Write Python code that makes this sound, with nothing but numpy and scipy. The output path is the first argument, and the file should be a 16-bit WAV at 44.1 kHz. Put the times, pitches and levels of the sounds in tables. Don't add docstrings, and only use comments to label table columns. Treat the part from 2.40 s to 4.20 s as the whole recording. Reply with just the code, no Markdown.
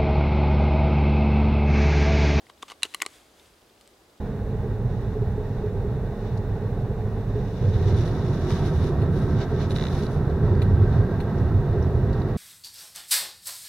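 import sys
import numpy as np
from scipy import signal
from scipy.fft import rfft, irfft, next_fast_len
from scipy.io import wavfile
from scipy.ndimage import map_coordinates

SR = 44100
rng = np.random.default_rng(int(sys.argv[2]) if len(sys.argv) > 2 else 0)


def bounce(signal):
    frames = np.transpose(np.atleast_2d(signal))
    limited = np.clip(frames, -1, 1)
    pcm = np.round(limited * 32767).astype(np.int16)
    wavfile.write(sys.argv[1], SR, pcm)


N = 79380


def amp(db):
    return 10 ** (np.asarray(db) / 20)


def unit(x):
    return x / np.sqrt(np.mean(x ** 2) + 1e-20)


def burst(x):
    return x * np.sqrt(.002 * SR / (np.sum(x ** 2) + 1e-20))


def decay(t, t60_s):
    return np.exp(-np.log(1000) * t / t60_s)


def along(points, hz):
    point_hz, value = np.transpose(points)
    return np.interp(np.log(hz + 1), np.log(point_hz + 1), value)


def filtered(x, response):
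    n = x.shape[-1]
    padded = next_fast_len(2 * n)
    spectrum = rfft(x, padded) * response(np.fft.rfftfreq(padded, 1 / SR))
    return irfft(spectrum, padded)[..., :n]


def highpass(x, hz, order=3):
    return signal.sosfilt(signal.butter(order, hz, "highpass", fs=SR, output="sos"), x)


def noise(spectrum, size=N):
    white = rng.standard_normal(size)
    return unit(filtered(white, lambda hz: amp(along(spectrum, hz))))


def wobble(knots_per_s):
    knots = rng.standard_normal(N // 8)
    return map_coordinates(knots, [np.arange(N) * knots_per_s / SR], mode="wrap")


def add(track, start_s, sound):
    part = track[max(0, int(start_s * SR)):][:len(sound)]
    part += sound[:len(part)]


def air():
    # frequency in Hz, relative density in dB.
    wind_spectrum = [(18, -40), (29, -6), (48, -1), (80, 1), (130, -8), (200, -5.5), (350, -1), (700, -6),
                     (1400, -13.5), (2600, -20.5), (4000, -18.5), (7000, -23.5), (15000, -28.5)]
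    # frequency in Hz, side gain in dB.
    side_gain = [(40, -34), (130, -16.5), (500, -10), (2000, 0), (7000, -4), (12000, -32.5)]
    mid_db = -59.5
    mid = noise(wind_spectrum)
    side = filtered(noise(wind_spectrum), lambda hz: amp(along(side_gain, hz)))
    return amp(mid_db) * np.array([mid + side, mid - side])


def faint_ticking():
    # first tick in seconds, ticks per second, centre in Hz,
    # half-width over centre (at half amplitude), mean level in dB, t60 in seconds.
    trains = [(.017, 12.5, 3300, 0.16, -60.5, 0.02), (.017, 25, 4850, 0.026, -64, 0.06)]
    scatter_db = 1
    out, t = np.zeros(N), np.arange(SR // 20) / SR
    for first_s, per_s, centre_hz, width, level_db, t60_s in trains:
        white = rng.standard_normal(N)
        band = filtered(white, lambda hz: 1 / (1 + ((hz - centre_hz) / (width * centre_hz)) ** 2))
        envelope = np.zeros(N)
        for s in np.arange(first_s, N / SR, 1 / per_s):
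            tick_db = level_db + scatter_db * rng.standard_normal()
            add(envelope, s, amp(tick_db) * burst(decay(t, t60_s)))
        out += envelope * unit(band)
    return out


def clearing(x):
    # frequency in Hz, relative level in dB.
    echo_spectrum = [(200, -5), (1000, 3.5), (3000, -4.5), (9000, 2), (16000, -33)]
    near_db, near_t60_s = -24, 0.11
    trees_db, trees_t60_s, trees_rise_s = -32.5, 0.73, .05
    side_db = -5
    t = np.arange(SR) / SR
    near = decay(t, near_t60_s)
    trees = decay(t, trees_t60_s) * (1 - np.exp(-t / trees_rise_s))
    near *= amp(near_db) / np.linalg.norm(near)
    trees *= amp(trees_db) / np.linalg.norm(trees)
    envelope = np.hypot(near, trees)
    mid = signal.fftconvolve(x, envelope * noise(echo_spectrum, size=SR))[:N]
    side = amp(side_db) * signal.fftconvolve(x, envelope * noise(echo_spectrum, size=SR))[:N]
    return np.array([mid + side, mid - side])


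def rustle():
    # time in seconds, level in dB.
    level_curve = [(0, -70), (.07, -64.5), (.13, -70), (.27, -61.5), (.37, -67.5), (.53, -56.5), (.6, -62),
                   (.69, -59.5), (.76, -56), (.83, -63.5), (.92, -66.5), (1.0, -61), (1.08, -63),
                   (1.15, -67.5), (1.38, -68), (1.46, -65.5), (1.56, -69), (1.8, -69.5)]
    # frequency in Hz, relative level in dB.
    cloth_spectrum = [(200, -50), (800, 0), (3500, 4), (5500, -2), (8700, -1.5), (12000, -7),
                      (16000, -18.5)]
    grain_db = 0.5
    level_db = np.interp(np.arange(N) / SR, *np.transpose(level_curve))
    grain = amp(grain_db * wobble(350))
    return amp(level_db) * unit(noise(cloth_spectrum) * grain)


def scrapes():
    # start in seconds, time to the start of the fall in seconds, level in dB.
    slides = [(0.094, 0.0045, -49.5), (0.22, 0.0082, -45.5), (0.279, .014, -46.5), (0.298, 0.022, -44),
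              (0.434, 0.025, -42.5), (.612, 0.015, -45.5)]
    # frequency in Hz, relative level in dB.
    scrape_spectrum = [(150, -32), (340, -13), (600, -11.5), (800, -0.5), (1150, 1.5), (1600, -6.5),
                       (3100, -1.5), (5500, -11), (8500, -13), (15000, -31)]
    rise_s, fall_s, grain_db = 0.0039, 0.0063, 2.8
    t = np.arange(N) / SR
    push = np.zeros(N)
    for start_s, length_s, level_db in slides:
        rise = np.clip((t - start_s) / rise_s, 0, 1)
        fall = np.exp(-np.maximum(t - start_s - length_s, 0) / fall_s)
        push += amp(level_db) * rise * fall
    grain = amp(grain_db * wobble(900))
    return push * unit(noise(scrape_spectrum) * grain)


def ring(modes, t, weight_db=0):
    scatter_db, attack_s = 2.3, .0001
    hz, db, t60_s = np.transpose(modes)
    gain = amp(db + weight_db + scatter_db * rng.standard_normal(len(hz)))
    waves = np.sin(2 * np.pi * hz[:, None] * t) * decay(t, t60_s[:, None])
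    return burst(gain @ waves * (1 - np.exp(-t / attack_s)))


def clack(favoured_hz, focus_db_per_octave, semitones, t):
    # frequency in Hz before retuning,
    # relative level in dB, t60 in seconds.
    held_modes = [(780, -9.5, 0.024), (1037, -10, 0.014), (1126, 2.5, 0.021), (1480, -7.5, 0.011),
                  (1933, -2.5, 0.013), (2080, -4.5, 0.015), (2300, -29, 0.0124), (2800, 2, .014),
                  (3000, -9, .012), (3560, -11, .016), (3930, 3, .013), (4580, -17, 0.013),
                  (6160, -7, 0.018)]
    radiate_share = .35
    modes = np.array(held_modes) * [2 ** (semitones / 12), 1, 1]
    octaves_away = np.abs(np.log2(modes[:, 0] / favoured_hz))
    struck = ring(modes, t, -focus_db_per_octave * octaves_away)
    return burst(highpass(struck, radiate_share * favoured_hz))


def impulse(spectrum, size):
    log_gain = np.log(amp(along(spectrum, np.fft.rfftfreq(2 * size, 1 / SR))))
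    cepstrum = irfft(log_gain)
    cepstrum[1:size] *= 2
    cepstrum[size + 1:] = 0
    return irfft(np.exp(rfft(cepstrum)))[:size]


def crack(brightness_db_per_octave, t):
    # frequency in Hz, relative level in dB.
    crack_spectrum = [(120, -50), (500, -35), (1500, -15), (4500, 2), (5600, -2.5), (7400, 1.5), (9800, -3),
                      (11500, -11), (13800, -21), (16000, -30)]
    knee_hz, t60_s = 1800, 0.01
    snap_db = -6
    tilted = [(hz, db + brightness_db_per_octave * np.log2(max(hz, knee_hz) / knee_hz))
              for hz, db in crack_spectrum]
    splutter = burst(noise(tilted, size=len(t)) * decay(t, t60_s))
    snap = burst(impulse(tilted, len(t)))
    return burst(amp(snap_db) * snap + splutter)


def clicks():
    # start in seconds, ring level in dB, favoured pitch in Hz, fall-off from it
    # in dB per octave, grip retuning in semitones, crack level in dB, crack brightness in dB per octave,
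    # thud level in dB, pan in dB (left up, right down by as much).
    contacts = [(0.0678, -49.5, 2000, 19, 0.42, -57, -7, -68, .3),
                (0.0987, -42, 1030, 9.5, -0.22, -50.5, -12, -50, .3),
                (0.2261, -33.5, 3600, 38, -1.7, -38, -6.5, -44.5, 0.6),
                (.2300, -30, 1050, 12, -0.077, -43.5, 0, -37, 0.8),
                (0.3009, -38.5, 2900, 14, 1.4, -58, -2, -49, 0.1),
                (.3183, -34.5, 1310, 3, 0.29, -47.5, -1, -46, .3),
                (.4230, -41.5, 2780, 0, 0.54, -48, -7, -66, -5),
                (.4320, -13, 3480, 20, 0, -20, 0.5, -55, .55),
                (0.452, -33.5, 3000, 18, 0.93, -46, 4, -35.5, -0.5),
                (0.5391, -42.5, 2330, 21, -0.57, -42.5, -10.5, -63, 4.5),
                (.5462, -23.5, 2690, 8.5, 0.69, -28.5, 11.5, -43.5, 0.37),
                (0.6024, -37.5, 2370, 17, 0.051, -52, 1, -58, 2.8),
                (0.6173, -24.5, 2800, 31, -1.7, -41, -9, -43, -0.5),
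                (.6200, -19.5, 2055, 24, 0.71, -27.5, 6, -44, 0.6),
                (0.6209, -55, 2080, 16, 0.5, -23, 3, -45.5, 0.6),
                (0.63, -32, 1690, 40, 0.11, -50, 5, -45, 2.1),
                (.6520, -40.5, 1620, 5, -0.48, -66, 0, -56, 0),
                (0.6628, -27, 2220, 7, 1.35, -28, -3, -34.5, 0.4),
                (.9972, -52.5, 3600, 18, -1.4, -60, -6, -71, -0.5),
                (1.411, -51.5, 3380, 4, 1, -56, 12, -65, 0.8), (1.476, -55, 4530, 5, 1.2, -52, 8, -62, 0)]
    # frequency in Hz, relative level in dB, t60 in seconds.
    thud_modes = [(320, -8.5, 0.065), (400, 7.5, 0.024), (660, -3, 0.018)]
    radiate_hz = 248
    left, right, t = np.zeros(N), np.zeros(N), np.arange(SR // 20) / SR
    for start_s, ring_db, hz, focus, semitones, crack_db, brightness, thud_db, pan_db in contacts:
        sound = amp(ring_db) * clack(hz, focus, semitones, t)
        sound += amp(crack_db) * crack(brightness, t)
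        sound += amp(thud_db) * ring(thud_modes, t)
        add(left, start_s, amp(pan_db) * sound)
        add(right, start_s, amp(-pan_db) * sound)
    return highpass(np.array([left, right]), radiate_hz)


def scene():
    pan_db = 0.5
    friction = (scrapes() + rustle()) * amp([[pan_db], [-pan_db]])
    hands = clicks() + friction
    return air() + faint_ticking() + clearing(hands.mean(axis=0)) + hands


def record(dry):
    top_hz = 15900
    return filtered(dry, lambda hz: hz < top_hz)


dry = scene()
out = record(dry)
bounce(out)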